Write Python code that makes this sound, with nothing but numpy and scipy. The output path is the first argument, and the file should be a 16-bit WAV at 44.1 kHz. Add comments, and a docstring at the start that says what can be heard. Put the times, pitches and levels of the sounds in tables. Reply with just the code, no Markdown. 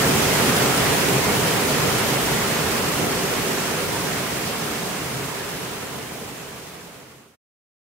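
"""A stone vault: a water jet drives a flat wheel at the far end and the tail race rushes out.
Roar, churning wash and spray hiss are noise from random spectra, with drifting patches and flicker.
Small bubbles and drops are scattered damped tones; a few brief tones swell and fade.
The vault's air modes colour it all and it leans right; an even fade ends in a quick stop, then silence.
"""
import sys
import numpy as np
from scipy import signal
from scipy.fft import rfft, irfft
from scipy.io import wavfile
from scipy.ndimage import uniform_filter1d

SR = 44100
rng = np.random.default_rng(int(sys.argv[2]) if len(sys.argv) > 2 else 0)


def materialize(psi):
    """Save the field psi as 16-bit PCM at rate SR to the path in sys.argv[1].

    A 1-D psi becomes a single channel; in a 2-D psi each row is a channel.
    """
    bounded = np.clip(np.atleast_2d(psi).T, -1, 1)
    quanta = np.round(bounded * 32767).astype(np.int16)
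    wavfile.write(sys.argv[1], SR, quanta)


N = 351036

# Spectral shape of the low roar: (frequency [Hz], density [dB per Hz, relative])
ROAR_COLOUR = [(20, -26.5), (40, -25), (70, -9), (110, -7), (250, -5.5), (500, -6), (900, -14.5),
               (1800, -31)]
# Spectral shape of the churning wash: (frequency [Hz], density [dB per Hz, relative])
CHURN_COLOUR = [(150, -33), (400, -8.5), (700, -3), (1300, -2), (2300, -4.5), (3200, -8.5), (4200, -19),
                (7000, -32)]
# Spectral shape of the spray hiss: (frequency [Hz], density [dB per Hz, relative])
SPRAY_COLOUR = [(1200, -23), (2500, -1), (4000, 1.5), (6500, 0.5), (8500, -1), (11000, -3.5), (16000, -6.5)]
# Air modes of the vault, overlapping lifts and dips: (centre [Hz], width [Hz], gain [dB])
VAULT_MODES = [(86, 12, 1), (99, 6.3, -2.5), (109, 8, 2.5), (118, 8, -2.5), (169, 7.1, -3),
               (132.6, 14, 7.5), (157, 12, 5.5), (178, 18, 5), (226, 27, 4), (249.7, 14, -3), (272, 20, 2),
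               (302, 20, 1.5), (345, 30, -3.5), (369, 14, 2.5), (387.2, 12, 6.5), (417, 16, 4),
               (444, 21, 2.5), (525, 40, 0), (610, 40, -1), (698, 20, 1), (727, 20, 0.5), (850, 50, -0.2),
               (1004, 100, 1.35), (1170, 60, -0.5), (1530, 80, -0.5)]
# Left-right likeness of the noise layers: (frequency [Hz], correlation [-1 to 1])
STEREO_LIKENESS = [(25, .62), (60, .84), (130, 0.95), (200, 0.84), (300, 0.75), (450, 0.61), (560, .4),
                   (680, .52), (800, 0.35), (1300, 0.35), (2000, 0.29), (3000, -0.008), (4200, -0.18),
                   (6000, -0.027), (15000, .04)]
# Stereo balance: (frequency [Hz], left minus right [dB])
STEREO_LEAN = [(60, 0), (92, -0.5), (140, 0), (210, -1.5), (330, -1), (500, -2.5), (770, -1.5),
               (1170, -1.5), (1790, -3), (2740, -1), (4190, -0.5), (6410, -2.5), (9810, -3.0), (15000, -2)]
# Brief tones, level before the vault and fade: (loudest moment [s], pitch [Hz], peak [dB], length [s])
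BRIEF_TONES = [(.74, 1320, -27, .045), (1.704, 632, -22, .05), (3.798, 502, -21.5, 0.043),
               (3.962, 920, -24.5, 0.045), (4.53, 3150, -31, .04), (4.745, 1740, -27.5, .04),
               (5.75, 2710, -31, .04)]
# Slow level of the water, before each layer takes its share: (time [s], level [dB])
FLOW = [(0, -0.4), (.45, 0.2), (.95, .3), (1.25, -0.7), (1.7, -.5), (2.0, .3), (2.4, -0.3), (3.0, -.2),
        (3.7, .3), (3.9, -.3), (4.05, 0.5), (4.45, 0.1), (4.6, 0.7), (5.2, .1), (5.6, .5), (6.15, -0.2),
        (6.6, .5), (7.3, -.5)]
# Lurches of the roar, before the gain control: (time [s], lift [dB])
THUMPS = [(.1, 2.5), (.63, 2), (1.12, 2), (1.3, 1.5), (1.46, 1.5), (1.85, 2), (2.36, 1.8), (3.05, 2.5),
          (5.97, 2), (6.24, 2.2), (7.0, 2.8)]

# layer levels going into the vault [dB]
ROAR_DB, CHURN_DB, SPRAY_DB, BUBBLES_DB, DROPS_DB = -23, -23, -24, -37, -39
CHURN_FOLLOWS, SPRAY_FOLLOWS = 1.2, 0.9  # share of the flow's swing in dB
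THUMP_S = 0.05  # from a lurch's centre to 1/e of its lift
HOLD_S, SQUEEZE = 0.06, 0.4  # gain control: averaging time, share of each swing taken back
FADE_FROM_S, FADE_TO_S, STOP_S = 0.37, 7.434, 7.355
EDGE_HZ = 15760  # upper band limit


def roar():
    """The jet pounding the wheel and the pool under it: low noise that lurches up in level."""
    wash = rush(ROAR_COLOUR, thumps_db, size=2048,
                patch_db=1.0, patch_hz=80, patch_s=0.06, flicker_db=0.2)
    return gain_of(ROAR_DB) * wash


def thumps_db(t):
    """Each lurch is a short rounded bump in level."""
    return sum(db * np.exp(-((t - s) / THUMP_S) ** 2) for s, db in THUMPS)


def churn():
    """Water tumbling down the channel, with trapped air ringing as bubbles."""
    wash = rush(CHURN_COLOUR, lambda t: CHURN_FOLLOWS * flow_db(t), size=1024,
                patch_db=0.88, patch_hz=400, patch_s=0.06, flicker_db=0.5)
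    bubbles = grains(347.5, 2500, cycles=10.2, glide=0.06, per_s=150, spread_db=3.2, count=24)
    return gain_of(CHURN_DB) * wash + gain_of(BUBBLES_DB) * bubbles


def flow_db(t):
    """Slow level swing shared by the churning wash and the spray hiss."""
    return np.interp(t, *np.transpose(FLOW))


def brief_tones():
    """Each brief tone swells and fades while its pitch climbs very slightly."""
    t, out = np.arange(N) / SR, np.zeros(N)
    start_turns = rng.random(len(BRIEF_TONES))
    for (s, hz, db, length), start in zip(BRIEF_TONES, start_turns):
        near = slice(max(0, round((s - 2 * length) * SR)), round((s + 2 * length) * SR))
        u = (t[near] - s) / length  # time in tone lengths, 0 at the loudest
        swell = np.exp(-4 * u ** 2)
        turns = hz * length * u * (1 + 0.015 * u) + start
        out[near] += gain_of(db) * swell * np.sin(2 * np.pi * turns)
    return out


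def spray():
    """Mist and droplets flung off the wheel against water and stone: fine hiss and tiny tones."""
    hiss = rush(SPRAY_COLOUR, lambda t: SPRAY_FOLLOWS * flow_db(t), size=512,
                patch_db=0.63, patch_hz=1460, patch_s=0.05, flicker_db=0.62)
    drops = grains(2370, 12000, cycles=3.6, glide=0.064, per_s=900, spread_db=4.0, count=16)
    return gain_of(SPRAY_DB) * hiss + gain_of(DROPS_DB) * drops


def vault(x):
    """The vault's air modes lift and dip narrow bands; the sound leans to the right."""
    hz = np.fft.rfftfreq(N, 1 / SR)
    modes_db = sum(db / (1 + (2 * (hz - f) / width) ** 2) for f, width, db in VAULT_MODES)
    lean_db = np.outer([0.5, -0.5], read(STEREO_LEAN, hz))
    return irfft(rfft(x) * gain_of(modes_db + lean_db), N)


def rush(colour, swell_db, size, patch_db, patch_hz, patch_s, flicker_db):
    """Dense noise from random short-time spectra, with drifting patches and a flicker shared by all pitches."""
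    hop = size // 4
    hz, t = np.fft.rfftfreq(size, 1 / SR), np.arange(N // hop + 5) * hop / SR
    a, b, c, d, patches = rng.standard_normal((len(t), len(hz), 5)).T
    flicker = evened(uniform_filter1d(patches.mean(0), size=3))
    # smooth the patches along pitch, then along time
    patches = uniform_filter1d(patches, max(1, round(patch_hz / hz[1])), axis=0)
    patches = evened(uniform_filter1d(patches, max(1, round(patch_s / t[1])), axis=1))
    # the right side shares part of the left's noise
    same = np.clip(read(STEREO_LIKENESS, hz), -1, 1)[:, None]
    left = a + 1j * b
    right = same * left + np.sqrt(1 - same ** 2) * (c + 1j * d)
    level_db = read(colour, hz)[:, None] + patch_db * patches + flicker_db * flicker + swell_db(t)
    spectra = np.array([left, right]) * gain_of(level_db)
    return evened(signal.istft(spectra, nperseg=size, noverlap=size - hop)[1][:, :N])


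def grains(low_hz, high_hz, cycles, glide, per_s, spread_db, count):
    """Short damped tones of rising pitch, scattered in time and across the channels; a few are large."""
    out = np.zeros((2, N))
    starts = rng.random(N) < per_s / SR
    size = gain_of(spread_db * np.minimum(rng.exponential(1, N), 4)) * starts
    kind = rng.integers(0, count, N)  # which pitch each grain takes
    side = rng.random(count) * np.pi / 2  # each pitch keeps one stereo place
    for k, hz in enumerate(np.geomspace(low_hz, high_hz, count)):
        turns = np.arange(round(3 * cycles / hz * SR)) / SR * hz
        tone = np.sin(2 * np.pi * turns * (1 + glide * turns / cycles))
        tone *= np.exp(-2 * turns / cycles)
        tone *= 1 - np.exp(-2 * turns)  # soft start
        voice = signal.oaconvolve(size * (kind == k), tone)[:N]
        out += np.outer([np.cos(side[k]), np.sin(side[k])], voice)
    return evened(out)


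def gain_of(db):
    """Amplitude factor for a level in dB."""
    return 10 ** (np.asarray(db) / 20)


def evened(x):
    """Scale to an RMS of one."""
    return x / np.sqrt(np.mean(x ** 2) + 1e-20)


def read(points, hz):
    """Read a curve between its points along a log frequency axis."""
    f, value = np.transpose(points)
    return np.interp(np.log(hz + 1), np.log(f + 1), value)


def scene():
    """All the layers sounding together in the vault."""
    return vault(roar() + churn() + brief_tones() + spray())


def record(dry):
    """Gain control leans against level swings; an even fade ends in a quick stop; then the band limit."""
    t = np.arange(N) / SR
    r = np.exp(-1 / (HOLD_S * SR))
    power = (dry ** 2).mean(0)
    swing = signal.lfilter([1 - r], [1, -r], power / power.mean() - 1) + 1
    held = dry / swing ** (SQUEEZE / 2)  # half, as swing is in power
    fade = np.clip((FADE_TO_S - t) / (FADE_TO_S - FADE_FROM_S), 0, 1)
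    stop = 1 / (1 + np.exp(np.clip((t - STOP_S) / 0.0035, -50, 50)))
    low_pass = signal.firwin(1023, EDGE_HZ, window=("kaiser", 9), fs=SR)
    return signal.oaconvolve(held * fade * stop, low_pass[None], "same")


dry = scene()
out = record(dry)
materialize(out)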